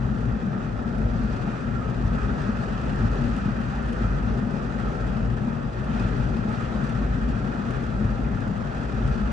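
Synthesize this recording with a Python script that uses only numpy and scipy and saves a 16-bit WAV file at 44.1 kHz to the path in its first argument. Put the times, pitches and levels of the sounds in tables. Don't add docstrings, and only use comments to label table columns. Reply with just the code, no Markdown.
import sys
import numpy as np
from scipy import signal
from scipy.io import wavfile
from scipy.ndimage import uniform_filter1d

SR = 44100
rng = np.random.default_rng(int(sys.argv[2]) if len(sys.argv) > 2 else 0)


def dump(signal):
    limited = np.clip(np.atleast_2d(signal).T, -1, 1)
    pcm = np.round(limited * 32767).astype(np.int16)
    wavfile.write(sys.argv[1], SR, pcm)


N = 411012
SWEEP_S = 0.99975


# freq_hz, relative_db
ROOF_SPECTRUM = [(33, -40), (48, 0), (72, -7.5), (91, -13), (114, 2.5), (129, -1), (139, -1.5), (170, -7),
                 (198, -2), (233, -1), (280, -12), (340, -32), (450, -57), (800, -120)]

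def roof_drumming():
    size, frames = 4096, N // 1024 + 5
    hz, t = np.fft.rfftfreq(size, 1 / SR), np.arange(N) / SR
    field_db = at_freq(ROOF_SPECTRUM, hz) + 1.55 * smooth_noise(len(hz), frames, wide=3, long=2)
    drumming = unit_rms(stereo_noise(field_db, size)[:, :N])
    wobble = smooth_noise(1, frames * 2, wide=1, long=4)[0]
    wobble_db = 0.68 * np.interp(t, np.arange(frames * 2) * size / 8 / SR, wobble)
    swell_db = np.cos(2 * np.pi * (t - 0.17) / SWEEP_S)
    return amp(-27 + 0.071 * gust_db(t) + swell_db + wobble_db) * drumming


# time_s, level_db, pitch_hz
HUM_CURVE = [(0.0, -46.0, 46.9), (0.12, -33.0, 48.5), (0.25, -39.0, 47.5), (0.37, -29.0, 49.9),
             (0.5, -24.0, 49.4), (0.62, -27.0, 46.8), (0.74, -32.0, 47.8), (0.87, -35.0, 46.4),
             (0.99, -40.0, 54.9)]
# time_s, level_db, pitch_hz
SHUDDER_CURVE = [(0.0, -39.0, 59.0), (0.21, -32.0, 59.0), (0.35, -36.0, 51.0), (0.43, -29.0, 68.5),
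                 (0.5, -39.0, 49.6), (0.57, -27.0, 58.3), (0.64, -26.0, 58.3), (0.71, -39.0, 56.7),
                 (0.78, -47.0, 70.7)]
# hum_gain_db, shudder_gain_db, thud_gain_db
SWEEP_GAINS = [(-8, 1, -21), (-0.5, -1, -13.5), (0, 0, -13.5), (0.5, -1, -14), (0.5, 0.5, -16.5),
               (-1, 0.5, -28), (-1, 0, -16.5), (0.5, 1.5, -25), (-1, 0, -15), (-0.5, 1.5, -17)]

def wiper_sweeps():
    out = amp(-53) * np.sin(2 * np.pi * 24.01 * np.arange(N) / SR)
    hum, shudder = drone(HUM_CURVE), drone(SHUDDER_CURVE)
    t = np.arange(-2000, 2000) / SR
    envelope = np.exp(-(t / 0.0042) ** 2) + 0.21 * np.exp(-(t / 0.037) ** 2)
    thud = envelope * np.cos(2 * np.pi * 106 * t)
    for sweep, (hum_db, shudder_db, thud_db) in enumerate(SWEEP_GAINS):
        cycle_s = sweep * SWEEP_S
        add(out, cycle_s - 0.39775, amp(hum_db) * hum)
        add(out, cycle_s - 0.32975, amp(shudder_db) * shudder)
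        add(out, cycle_s + 0.058 + t[0], amp(thud_db) * thud)
    return out


def drone(curve):
    time_s, level_db, pitch_hz = np.transpose(curve)
    t = np.arange(0, time_s[-1], 1 / SR)
    cycles = np.cumsum(np.interp(t, time_s, pitch_hz)) / SR
    envelope = np.interp(t, time_s, amp(level_db)) * signal.windows.tukey(len(t), 0.05)
    return envelope * np.sin(2 * np.pi * cycles)


# start_s, level_db, pitch_hz
REVERSALS = [(0.431, -25, 221), (0.474, -19, 210), (1.441, -22, 197), (1.475, -22, 202), (2.449, -30, 247),
             (2.49, -18, 215), (3.457, -18.5, 192), (3.482, -17.5, 216), (4.429, -19, 232),
             (4.467, -29, 226), (5.427, -20, 231), (5.473, -18, 216), (6.453, -19, 211), (6.482, -23, 222),
             (7.44, -29, 224), (7.483, -31, 207), (8.439, -31, 200), (8.469, -20, 205)]
# pitch_ratio, relative_db, t60_s
REVERSAL_MODES = [(1, 4, 0.08), (1.45, -8.5, 0.03)]
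# start_s, level_db
LANDINGS = [(0.997, -22), (1.999, -20), (3, -17), (4.004, -18.5), (4.997, -25), (6.002, -17.5),
            (7.002, -20.5), (8.005, -19.5), (9, -21.5)]
# pitch_ratio, relative_db, t60_s
LANDING_MODES = [(1, -3.5, 0.11), (1.6, -5.5, 0.046), (0.53, -4.5, 0.1)]

def blade_knocks():
    out = np.zeros(N)
    for start_s, level_db, pitch_hz in REVERSALS:
        add(out, start_s, amp(level_db) * knock(REVERSAL_MODES, pitch_hz, rise_s=0.0016, sag=0))
    for start_s, level_db in LANDINGS:
        add(out, start_s, amp(level_db) * knock(LANDING_MODES, pitch_hz=234.4, rise_s=0.013, sag=0.18))
    return out


def knock(modes, pitch_hz, rise_s, sag):
    t = np.arange(4000) / SR
    phase = 2 * np.pi * pitch_hz * np.cumsum(1 - sag * np.tanh(t / 0.042)) / SR
    ring = sum(amp(db - 60 * t / t60_s) * np.sin(ratio * phase) for ratio, db, t60_s in modes)
    ring *= 1 - np.exp(-t / rise_s)
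    return ring / abs(ring).max()


# time_s, relative_db
GUSTS = [(0.0, -55), (0.93, -55), (1.14, -54), (1.35, -51), (1.53, -52.5), (1.95, -53.5), (2.4, -50),
         (2.55, -52), (2.9, -50), (3.4, -50), (3.9, -52.5), (4.02, -50.5), (4.15, -52.5), (4.49, -53),
         (4.88, -51.5), (5.11, -52.5), (5.3, -54.5), (5.73, -54.5), (6.02, -49), (6.33, -52.5), (6.55, -50),
         (6.88, -51), (7.21, -52.5), (7.71, -51), (7.95, -53), (8.36, -54), (8.88, -52.5), (9.05, -52),
         (9.32, -52.5)]

def gust_db(t):
    level_db = np.interp(t, *np.transpose(GUSTS))
    return level_db - level_db.mean()


# freq_hz, relative_db
GLASS_SPECTRUM = [(180, -36), (300, -1), (540, -6), (616, -5), (1050, -13.5), (1300, -7), (1800, -15),
                  (2250, -26), (2490, -22), (3930, -32.5), (5930, -37), (9350, -51), (10100, -55),
                  (22000, -120)]
# centre_hz, width_hz, gain_db
CABIN_BANDS = [(824, 69, 3.5), (1060, 98, -1), (1350, 69, -1), (1528, 157, 3), (1743, 21, 1.5),
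               (2304, 40, -10.5), (2410, 90, 2.5), (2870, 65, -2.5), (3110, 82, -1.5), (5570, 380, -2),
               (8650, 190, -3.5), (9560, 130, 4)]

def glass_db(hz):
    cabin_db = sum(db * np.exp(-((hz[:, None] - centre) / width) ** 2) for centre, width, db in CABIN_BANDS)
    return at_freq(GLASS_SPECTRUM, hz) + cabin_db


# freq_hz, gust_share
GUST_RESPONSE = [(400, 0.12), (1300, 0.59), (3000, 0.98), (9000, 0.97)]

def glass_hiss():
    size, frames = 512, N // 128 + 5
    hz, t = np.fft.rfftfreq(size, 1 / SR), np.arange(frames) * size / 4 / SR
    flutter_db = smooth_noise(1, frames, wide=1, long=9)
    band_flutter_db = 0.83 * smooth_noise(len(hz), frames, wide=30, long=6)
    squall_db = at_freq(GUST_RESPONSE, hz) * (gust_db(t) + flutter_db + band_flutter_db)
    drift_db = 1.05 * smooth_noise(len(hz), frames, wide=5, long=40)
    hiss = stereo_noise(glass_db(hz) + squall_db + drift_db, size)[:, :N]
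    return amp(-35) * unit_rms(hiss)


# freq_hz, t60_s
GLASS_DECAY = [(400, 0.12), (1500, 0.051), (4000, 0.077), (9000, 0.081)]
# start_s, tick_db, ring_db
BIG_DROPS = [(0.983, -47, -36), (1.1927, -54, -44), (1.2316, -54, -42), (1.3633, -50, -42),
             (1.477, -55, -41), (1.8981, -48, -44), (2.1086, -51, -42), (2.2094, -53, -42),
             (2.6249, -50, -42), (2.8374, -55, -42), (2.958, -48, -34), (3.1303, -52, -42),
             (3.1537, -54, -42), (3.3638, -43, -32), (3.3852, -47, -42), (3.6027, -52, -42),
             (3.6984, -57, -34), (3.8267, -51, -42), (3.8601, -48, -46), (3.887, -47, -40),
             (3.9235, -51, -42), (3.929, -44, -43), (4.0462, -51, -44), (4.1664, -51, -41),
             (4.506, -58, -36), (4.799, -47, -37), (5.0759, -51, -45), (5.843, -47, -37),
             (5.8955, -52, -41), (6.1784, -49, -44), (6.4926, -51, -42), (6.526, -49, -42),
             (6.8937, -43, -43), (7.0219, -59, -40), (7.448, -51, -42), (7.707, -46, -35),
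             (7.8266, -54, -40), (7.865, -48, -34), (8.102, -58, -38), (8.3714, -51, -39),
             (8.4048, -49, -41), (8.475, -47, -44), (8.5764, -49, -42), (8.8114, -54, -32),
             (9.076, -45, -37), (9.2564, -51, -41)]

def glass_patter(spots=10, drops_per_s=700):
    size = 512
    hz, t = np.fft.rfftfreq(size, 1 / SR), np.arange(36) * size / 4 / SR
    strength = amp(3.2 * np.minimum(rng.exponential(1, N), 5) + gust_db(np.arange(N) / SR))
    impacts = amp(-62) * unit_rms(strength * (rng.random(N) < drops_per_s / SR))
    spot_hit = rng.integers(0, spots, N)
    for start_s, _, ring_db in BIG_DROPS:
        impacts[round(start_s * SR)] = amp(ring_db)
    splat_db = 3.56 * np.log2(hz[:, None] / 1000 + 0.29)
    field_db = glass_db(hz) + splat_db - 60 * t / at_freq(GLASS_DECAY, hz)
    out = np.zeros((2, N))
    for spot in range(spots):
        ring = stereo_noise(field_db, size)
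        ring_t = np.arange(ring.shape[1]) / SR
        ring *= 1 - np.exp(-ring_t / 0.00046)
        hits = impacts * (spot_hit == spot)
        out += signal.oaconvolve(hits[None], ring / abs(ring).max(), axes=1)[:, :N]
    return out


def glass_ticks(small_per_s=8.1, clink_hz=2800, clink_t60_s=0.012):
    t, out = np.arange(800) / SR, np.zeros((2, N))
    bright_band = signal.butter(2, [3200, 9200], "band", fs=SR)
    click_envelope = (t / 0.001) ** 2 * np.exp(-t / 0.0004)
    spray_envelope = 0.015 * np.exp(-t / 0.006) * (t > 0.002)
    clink_t = np.maximum(t - 0.0024, 0)
    clink_envelope = amp(3 - 60 * clink_t / clink_t60_s)
    gaps, sizes = rng.exponential(1, (120, 2)).T
    small_drops = zip(np.cumsum(gaps) / small_per_s, -63 + 3 * np.minimum(sizes, 3))
    drops = [row[:2] for row in BIG_DROPS] + [row for row in small_drops if row[0] < N / SR]
    for start_s, tick_db in drops:
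        noise = rng.standard_normal((3, len(t)))
        burst = (noise[0] + 0.5 * noise[1:]) * (click_envelope + spray_envelope)
        click = signal.lfilter(*bright_band, burst)
        pitch_hz = clink_hz * (1 + 0.04 * noise[0, 0])
        clink = clink_envelope * np.sin(2 * np.pi * pitch_hz * clink_t)
        tick = click / abs(click.mean(0)).max() + clink
        for channel, sound in zip(out, tick):
            add(channel, start_s + 0.001, amp(tick_db) * sound)
    return out


# start_s, level_db, pitch_hz
PANEL_DROPS = [(0.7906, -31, 1280), (0.8475, -33, 1320), (1.46, -32, 1280), (1.53, -32, 1230),
               (1.77, -38, 1340), (1.82, -32, 1290), (2.2426, -30, 1280), (2.2997, -41, 1360),
               (2.589, -31, 1360), (2.7495, -31, 1300), (3.39, -30, 1300), (3.98, -32, 1455),
               (4.045, -35, 1350), (4.19, -32, 1270), (4.8808, -36, 1270), (5.03, -37, 1310),
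               (5.2709, -34.5, 1290), (6.0367, -31, 1310), (6.557, -36, 1266), (6.7233, -31, 1295),
               (6.97, -31.5, 1350), (7.124, -33, 1320), (8.372, -33, 1380), (9.0848, -31.5, 1350)]

def panel_pings(rise_s=0.00097, t60_s=0.039):
    t, out = np.arange(2500) / SR, np.zeros(N)
    envelope = (1 - np.exp(-t / rise_s)) * amp(-60 * t / t60_s)
    envelope /= envelope.max()
    for start_s, level_db, pitch_hz in PANEL_DROPS:
        add(out, start_s, amp(level_db) * envelope * np.sin(2 * np.pi * pitch_hz * t))
    return out * amp([[-4], [-1.5]])


# time_s, pitch_hz, level_db
REED_CURVE = [(0.0, 1304, -53), (0.25, 1394, -49), (0.5, 1284, -52), (0.8, 1326, -50), (1.2, 1350, -52),
              (1.5, 1300, -51), (1.62, 1290, -54), (1.8, 1313, -39.5), (1.95, 1280, -51), (2.15, 1276, -46),
              (2.75, 1293, -48.5), (3.35, 1260, -50), (3.85, 1294, -61), (4.03, 1397, -43),
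              (4.2, 1280, -48), (4.65, 1300, -57), (4.96, 1320, -42.5), (5.3, 1320, -56), (5.85, 1350, -58),
              (6.0, 1300, -44), (6.42, 1316, -53), (6.53, 1263, -41), (6.83, 1360, -54),
              (6.98, 1307, -41.5), (7.15, 1300, -53), (7.55, 1323, -49.5), (8.7, 1290, -57),
              (9.32, 1333, -43)]

def reedy_band(width_hz=50, wander_hz=22):
    size, frames = 2048, N // 512 + 5
    hz, t = np.fft.rfftfreq(size, 1 / SR), np.arange(frames) * size / 4 / SR
    time_s, pitch_hz, level_db = np.transpose(REED_CURVE)
    centre_hz = np.interp(t, time_s, pitch_hz) + wander_hz * smooth_noise(1, frames, wide=1, long=8)
    detuning = (hz[:, None] - centre_hz) / width_hz
    band = unit_rms(stereo_noise(-20 * np.log10(1 + detuning ** 2), size)[:, :N])
    return amp(np.interp(np.arange(N) / SR, time_s, level_db)) * band


# freq_hz, coherence
STEREO_COHERENCE = [(60, .85), (260, .96), (430, .3), (600, .68), (670, .4), (850, .78), (1070, .28),
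                    (1350, .66), (1650, .6), (1850, .86), (2220, .25), (2420, .82), (2800, .1), (3350, .7),
                    (4100, .08), (5000, .12), (5800, .58), (6600, .15), (7400, .4), (8500, .1), (9800, .68)]
# freq_hz, lead_rad
LEFT_LEAD = [(60, .2), (300, .25), (520, -1.3), (1000, -2), (1300, -1.4), (1600, -3.2), (1750, -5.3),
             (2050, -5.4), (2300, -7.1), (3100, -5.2), (3500, -5.6), (6000, -6.4), (7000, -4.1),
             (8000, -7.5), (10200, -9.2)]
# freq_hz, balance_db
LEFT_BALANCE = [(60, -2.5), (95, 7.5), (150, 5.5), (240, 6.5), (300, 1.5), (410, 8.5), (580, 2.5), (690, 2),
                (800, -1.5), (1100, -3), (1400, -4), (1700, 0), (2350, -2), (2750, 5), (3820, 2), (4700, 7),
                (5700, 0), (7300, 3), (8400, -5.5), (10000, -1.5)]

def stereo_noise(field_db, size):
    hz = np.fft.rfftfreq(size, 1 / SR)
    draws = rng.standard_normal(field_db.shape[::-1] + (4,)).T
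    left, independent = draws[0] + 1j * draws[1], draws[2] + 1j * draws[3]
    coherence = np.clip(at_freq(STEREO_COHERENCE, hz), 0, 1)
    lagged = left * np.exp(-1j * at_freq(LEFT_LEAD, hz))
    right = coherence * lagged + np.sqrt(1 - coherence ** 2) * independent
    balance = amp(at_freq(LEFT_BALANCE, hz) / 2)
    spectra = np.array([left * balance, right / balance]) * amp(field_db)
    return signal.istft(spectra, nperseg=size, noverlap=size * 3 // 4)[1]


def smooth_noise(bins, frames, wide, long):
    noise = rng.standard_normal((frames, bins)).T
    return unit_rms(uniform_filter1d(uniform_filter1d(noise, wide, axis=0), long, axis=1))


def amp(db):
    return 10 ** (np.asarray(db) / 20)


def unit_rms(x):
    return x / np.sqrt(np.mean(x ** 2) + 1e-20)


def at_freq(table, hz):
    freq_hz, value = np.transpose(table)
    return np.interp(np.log(hz + 1), np.log(freq_hz + 1), value)[:, None]


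def add(mix, start_s, sound):
    start = round(start_s * SR)
    part = mix[max(start, 0):][:len(sound) + min(start, 0)]
    part += sound[max(-start, 0):][:len(part)]


def scene():
    rain = roof_drumming() + glass_hiss() + glass_patter() + glass_ticks() + panel_pings() + reedy_band()
    wipers = wiper_sweeps() + blade_knocks()
    return rain + wipers * amp([[0.8], [-0.8]])


def record(dry):
    lowpass = signal.firwin(801, 10200, window=("kaiser", 9), fs=SR)
    return signal.oaconvolve(dry, lowpass[None], "same")


dry = scene()
out = record(dry)
dump(out)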